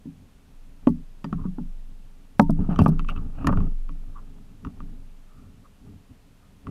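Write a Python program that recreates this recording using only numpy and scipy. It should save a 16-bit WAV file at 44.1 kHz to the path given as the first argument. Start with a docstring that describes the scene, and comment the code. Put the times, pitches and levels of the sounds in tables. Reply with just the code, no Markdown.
"""Hollow thuds and sharp clacks sound from a plastic kayak on calm water, as an angler holding a fish
shifts a rod and gear about. Each knock excites the damped modes of hull, deck and fittings and travels
up a swaying pole into a closed camera housing. Between the blows, gear and clothing rub on the boat,
grips creak by stick-slip friction and loose tackle rattles, over a faint wash of ripples."""
import sys
import numpy as np
from scipy import signal
from scipy.fft import rfft, irfft, next_fast_len
from scipy.io import wavfile
from scipy.ndimage import uniform_filter1d, map_coordinates

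SR = 44100
rng = np.random.default_rng(int(sys.argv[2]) if len(sys.argv) > 2 else 0)


def wav_record(signal):
    """Record a signal, one row per channel, as 16-bit PCM in the file named by sys.argv[1]."""
    frames = np.transpose(np.atleast_2d(signal))
    bounded = np.clip(frames, -1, 1)
    # unit amplitude maps onto the largest positive 16-bit level
    quanta = np.round(bounded * 32767).astype(np.int16)
    wavfile.write(sys.argv[1], SR, quanta)


N = 295470

# Spectra of the noises. Each row: frequency in Hz, relative spectral level in dB.
AIR_SPECTRUM = [(18, -33), (30, -5), (46, 1), (75, -11.5), (138, -7), (199, -4.5), (239, -22), (355, -18),
                (569, -20), (2170, -29), (2610, -27.5), (4650, -33.5), (11700, -37.5), (14800, -42),
                (16000, -57)]
RUMBLE_SPECTRUM = [(30, -9), (62, 6.5), (100, 5.5), (150, -0.5), (210, -1), (285, 1.5), (340, -23.5),
                   (410, -9.5), (520, -33.5), (1000, -46), (3000, -84.5)]
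TACKLE_SPECTRUM = [(1500, -42), (3000, -11), (4800, -3.5), (5900, -3), (7000, -17.5), (8200, -4),
                   (9500, -7.5), (11500, -2.5), (13000, -13), (15500, -15)]
SCRAPE_SPECTRUM = [(250, -11), (450, -5), (600, 1), (850, 0.5), (1050, -8.5), (1250, 1), (1480, -10),
                   (1750, -21.5), (3500, -34), (15000, -56.5)]
RASP_SPECTRUM = [(900, 9), (1700, 10), (2150, -16), (2750, 12), (3100, 4), (3500, -36), (6000, -25.5),
                 (10000, -28), (15000, -39)]
CRACK_SPECTRUM = [(1000, -42.5), (2000, -11.5), (2700, 4.5), (3500, -15), (4500, -5), (6000, -6.5),
                  (7200, -10.5), (9000, -14.5), (11400, -12), (15500, -25)]
# Normal modes. Each row: frequency in Hz, relative level in dB, time to decay by 60 dB in seconds.
HULL_MODES = [(74.2, -14, 0.26), (89, -12.5, 0.06), (125.74, -19, .12), (159.55, -0.5, 0.28),
              (185.9, -6, 0.2), (213, -20.5, .14), (239, -15, 0.21), (273, -17.5, 0.13), (278, -6, 0.17),
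              (394, -7.5, .085)]
DECK_MODES = [(534, -5, 0.015), (575, -4.5, 0.044), (650, 2.5, .022), (735, 1.5, .032), (833, -2, .024),
              (867, -6.5, 0.034), (578.3, -33.5, 0.12), (910, -22.5, 0.15)]
HOUSING_MODES = [(960, -19.5, .022), (1127, -1, 0.055), (1192, 9.5, .024), (1277, 9.5, 0.019),
                 (1410, -6, 0.016), (1680, -8, 0.006)]
FITTING_MODES = [(1798, 7, .018), (1990, -12, 0.1), (2440, 9, 0.0097), (2670, 4.5, 0.013),
                 (3020, -4.5, 0.029), (3500, -18.5, 0.036), (4177, -19.5, .014), (4730, -15.5, 0.02),
                 (5755, -16, 0.019)]
# Shoves that rock the camera pole. Each row: start in seconds, swing level in dB.
POLE_SHOVES = [(.5, -38), (.8, -31.5), (1.3, -27.5), (1.58, -27.5), (2.41, -17.5), (2.88, -17), (3.47, -15),
               (4.739, -30)]
# Loose tackle shaken by blows. Each row: middle and half length in seconds, level in dB.
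TACKLE_RATTLES = [(0.895, 0.0067, -55), (2.413, 0.014, -54), (2.509, 0.0052, -54.5), (2.827, 0.015, -56.5),
                  (2.88, 0.014, -52.5), (3.096, 0.013, -67.5), (3.519, 0.0074, -66)]
# Creaks of plastic and rod grips. Each row: middle and half length in seconds, level in dB, pitch in Hz.
GRIP_CREAKS = [(1.392, 0.0084, -48, 1100), (1.417, 0.0053, -50, 1110), (1.444, 0.005, -44, 1050),
               (2.803, 0.011, -42, 2710), (3.095, 0.0038, -32, 1274), (3.099, 0.011, -41.5, 2700),
               (3.169, 0.0065, -50.5, 2700), (3.178, 0.019, -50.5, 1210), (3.432, 0.048, -63.5, 2620),
               (4.174, 0.013, -45, 1130), (5.37, 0.074, -65, 1250), (5.656, 0.0072, -53.5, 1190),
               (6.448, 0.019, -67, 1276)]
# Gear and clothing dragged over the boat.
# Each row: middle and half length in seconds, scrape level in dB, rumble level in dB.
GEAR_RUBS = [(0.844, 0.011, -61.5, -48.5), (1.397, 0.06, -65, -36.5), (2.617, 0.044, -53, -28),
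             (2.725, 0.026, -39, -31.5), (2.808, 0.014, -35, -13.5), (2.869, 0.063, -46, -24),
             (3.11, 0.017, -42, -39), (3.199, 0.077, -57.5, -35.5), (3.441, 0.055, -48, -34),
             (3.493, 0.026, -42, -20.5), (3.594, 0.056, -48.5, -24.5), (4.245, 0.3, -68.5, -51),
             (4.663, .02, -64, -31.5), (4.853, 0.13, -68, -44.5), (5.438, 0.062, -75, -51),
             (5.903, 0.052, -70, -42.5), (6.117, 0.01, -80, -44.5), (6.695, 0.027, -57, -34.5)]
# Light taps of rod and gear. Each row: start in seconds, relative levels of clack and click in dB.
LIGHT_TAPS = [(2.759, -34, -42.5), (2.9926, -31, -37.5), (3.045, -43.5, -52), (3.086, -35, -37),
              (3.161, -39.5, -54), (3.8907, -42, -53.5), (4.6474, -35.5, -46.5), (4.6682, -43.5, -56),
              (4.8022, -39.5, -53.5), (6.668, -35.5, -49)]
# Heavy blows on the boat. Each row: start in seconds, relative thud level in dB, thud pitch in Hz,
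# then relative levels of deck knock, housing clack and fitting click in dB.
HEAVY_KNOCKS = [ (0.055, -32.5, 230, -62, -75, -67), (.87, -7, 259.5, -19.5, -26, -38.5),
                (1.242, -26, 202, -34.5, -35, -40), (1.326, -19.5, 205, -36.5, -29, -47),
                (1.453, -21.5, 205, -61, -45, -70), (1.582, -26, 253, -41, -48, -72),
                (2.394, -4.5, 212, -5, -12, -30), (2.4941, -12, 212, -25.5, -37.5, -60),
                (2.588, -20.5, 185, -42, -72, -68), (2.688, -15.5, 197, -34, -50, -63),
                (2.7884, -10.5, 225, -20.5, -19, -33.5), (2.8133, -13, 143, -24, -47, -45),
                (2.8592, -12.5, 206, -17.5, -17.5, -38.5), (2.8858, -12.5, 159, -31, -56.5, -54),
                (3.4433, -24, 276, -37, -30, -45), (3.469, -20, 281, -26.5, -20.5, -24),
                (3.4894, -22, 137, -23, -23.5, -46.5), (3.5252, -31, 143, -27, -25.5, -49),
                (3.571, -34, 192, -35, -32, -47), (3.6018, -26, 179, -46, -38, -52)]


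def amp(db):
    """Amplitude ratio of a level in dB."""
    return 10 ** (np.asarray(db) / 20)


def unit(x):
    """x at rms 1."""
    return x / np.sqrt(np.mean(x ** 2) + 1e-20)


def at_level(x, db):
    """x with its loudest 4 ms at db."""
    return x * amp(db) / np.sqrt(np.max(uniform_filter1d(x ** 2, size=176)) + 1e-20)


def since(start):
    """Seconds since start at each sample, 0 before it."""
    return np.maximum(np.arange(N) / SR - start, 0)


def rise(t, seconds):
    """A smooth build-up from 0 to 1."""
    return 1 - np.exp(-(t / seconds) ** 2)


def fade(t, t60):
    """Exponential decay by 60 dB in t60 seconds."""
    return np.exp(-np.log(1000) * t / t60)


def swell(middle, half):
    """A Gaussian envelope of height 1."""
    return np.exp(-.5 * ((np.arange(N) / SR - middle) / half) ** 2)


def wobble(rate):
    """A smooth random curve, rate knots a second."""
    return map_coordinates(rng.standard_normal(int(N * rate / SR) + 4), [np.arange(N) * rate / SR])


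def slips(rate, spread_db):
    """A Poisson train of uneven impulses, rate a second."""
    impulses = (rng.random(N) < rate / SR) * rng.choice([-1, 1], N)
    return impulses * amp(spread_db * np.clip(rng.standard_normal(N), -2, 2))


def coloured(x, spectrum):
    """x filtered by a spectral envelope, at rms 1."""
    hz, db = np.transpose(spectrum)
    bins_hz = np.fft.rfftfreq(len(x), 1 / SR)
    gain = amp(np.interp(np.log(bins_hz + 1), np.log(hz), db))
    return unit(irfft(rfft(x) * gain, len(x)))


def band(x, lo_hz, hi_hz, order=3):
    """Causal band-pass."""
    return signal.sosfilt(signal.butter(order, [lo_hz, hi_hz], "band", fs=SR, output="sos"), x)


def placed(sounds):
    """(start in seconds, sound) pairs summed on one track."""
    track = np.zeros(N + SR)
    for start, sound in sounds:
        track[round(start * SR):][:len(sound)] += sound
    return track[:N]


def air():
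    """Stationary noise: the faint wash of open water and microphone hiss."""
    return amp(-58.5) * coloured(rng.standard_normal(N), AIR_SPECTRUM)


def ripples():
    """Amplitude-modulated noise: small waves murmur against the hull."""
    return coloured(rng.standard_normal(N), RUMBLE_SPECTRUM) * amp(-57.5 + 3.4 * wobble(16))


def pole():
    """Free vibration: each shove sets the camera pole swinging in its lowest, lightly damped mode."""
    shove_power = sum((amp(db) * rise(since(start), 0.06) * fade(since(start), t60=2.02)) ** 2
                      for start, db in POLE_SHOVES)
    wave_power = amp(-56) ** 2  # the waves keep up a slight swing
    hz = 22.3 + 0.43 * wobble(5.9)
    return np.sqrt(shove_power + wave_power) * unit(np.sin(2 * np.pi * np.cumsum(hz) / SR))


def rattle():
    """Random collisions: loose tackle jumps and ticks in short bursts."""
    shaking = sum(amp(db) * swell(middle, half) for middle, half, db in TACKLE_RATTLES)
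    return coloured(slips(rate=200, spread_db=4), TACKLE_SPECTRUM) * shaking


def creaks(relative_bandwidth=0.17):
    """Stick-slip friction at a tight contact drives one narrow resonance per creak."""
    drag = slips(rate=970, spread_db=2.5)
    lower, upper = 1 - relative_bandwidth / 2, 1 + relative_bandwidth / 2
    return sum(amp(db) * swell(middle, half) * unit(band(drag, hz * lower, hz * upper, order=2))
               for middle, half, db, hz in GRIP_CREAKS)


def rubbing():
    """Sliding friction: the same tiny slips scrape the deck and rasp the fittings; the hull rumbles."""
    power = sum((amp(levels_db)[:, None] * swell(middle, half)) ** 2
                for middle, half, *levels_db in GEAR_RUBS)
    scrape_envelope, rumble_envelope = np.sqrt(power)
    drag = unit(slips(rate=1700, spread_db=2) * amp(4.7 * wobble(70)))  # the grip catches and lets go
    scrape = coloured(drag, SCRAPE_SPECTRUM)
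    rasp = amp(-17.5) * coloured(drag, RASP_SPECTRUM)
    rumble = coloured(rng.standard_normal(N), RUMBLE_SPECTRUM)
    return (scrape + rasp) * scrape_envelope + rumble * rumble_envelope


def ring(modes, t, scatter_db, weight_db=0):
    """Modal superposition: damped sinusoids whose strengths vary from strike to strike."""
    hz, db, t60 = np.transpose(modes)
    gain = amp(db + weight_db + scatter_db * rng.standard_normal(len(hz)))
    hz = hz * (1 + .007 * rng.standard_normal(len(hz)))  # the load detunes each mode a little
    return gain @ (np.sin(2 * np.pi * hz[:, None] * t) * fade(t, t60[:, None]))


def contact(t, chatter):
    """Contact force: surfaces graze, meet in one impulse, then chatter as they settle."""
    force = rng.standard_normal(len(t)) * rise(t, 0.0018) * fade(t, t60=0.045)
    force *= chatter / np.linalg.norm(force)
    force[round(.0015 * SR)] += 1
    return force


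def struck(modes, force, t):
    """Forced response: the contact force convolved with a body's impulse response."""
    return signal.fftconvolve(force, ring(modes, t, scatter_db=6))[:len(t)]


def hull(t, thud_db, thud_hz):
    """Sympathetic resonance: a panel thuds and the hollow shell swells after it, most near that pitch."""
    thud = np.sin(2 * np.pi * thud_hz * t) * rise(t, 0.00088) * fade(t, t60=0.073)
    octaves_away = np.abs(np.log2(np.transpose(HULL_MODES)[0] / thud_hz))
    coupling_db = -9 * np.minimum(octaves_away, .75)
    shell = ring(HULL_MODES, t, scatter_db=5, weight_db=coupling_db) * rise(t, 0.019)
    shell_db = -10.5 + 0.67 * thud_db
    return at_level(band(thud, 62, 470), thud_db - .5) + at_level(shell, shell_db)


def blow(thud_db, thud_hz, deck_db, clack_db, click_db, chatter):
    """Impact excitation: one contact sounds hull, deck, housing and fittings; hard ones crack brighter."""
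    t = np.arange(SR // 2) / SR
    force = contact(t, chatter)
    deck = at_level(band(struck(DECK_MODES, force, t), 510, 1000), deck_db - .8)
    clack = at_level(band(struck(HOUSING_MODES, force, t), 642, 1550), clack_db - .8)
    click = at_level(band(struck(FITTING_MODES, force, t), 1900, 14000), click_db - 3.5)
    crack = coloured(rng.standard_normal(len(t)), CRACK_SPECTRUM) * rise(t, .0015) * fade(t, t60=.018)
    crack_db = 7 + 1.47 * click_db + 0.28 * thud_db
    return hull(t, thud_db, thud_hz) + deck + clack + click + at_level(crack, crack_db)


def taps():
    """Weak impacts: rod and gear clack in the housing and stir hull and deck only lightly."""
    return placed((start, blow(thud_db=clack_db - 1, thud_hz=220.4, deck_db=clack_db - 11,
                               clack_db=clack_db, click_db=click_db, chatter=0.43))
                  for start, clack_db, click_db in LIGHT_TAPS)


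def knocks():
    """Heavy impacts: the firmer the blow, the nearer its force is to one impulse; weak ones chatter."""
    return placed((start, blow(thud_db, *timbre, chatter=np.clip(1 - 1.1 * amp(thud_db), .1, 1)))
                  for start, thud_db, *timbre in HEAVY_KNOCKS)


def scene():
    """Linear superposition: all sources add at one microphone."""
    return (knocks() + taps() + rubbing() + creaks() + rattle() + pole() + ripples() + air())[None]


def record(dry):
    """Saturation and band limiting: the camera clips at full scale and cuts the highest treble."""
    clipped = np.clip(dry, -1, 1)
    size = next_fast_len(N + SR // 2)
    passband = np.fft.rfftfreq(size, 1 / SR) < 15700  # Hz
    return irfft(rfft(clipped, size) * passband, size)[:, :N]


dry = scene()
out = record(dry)
wav_record(out)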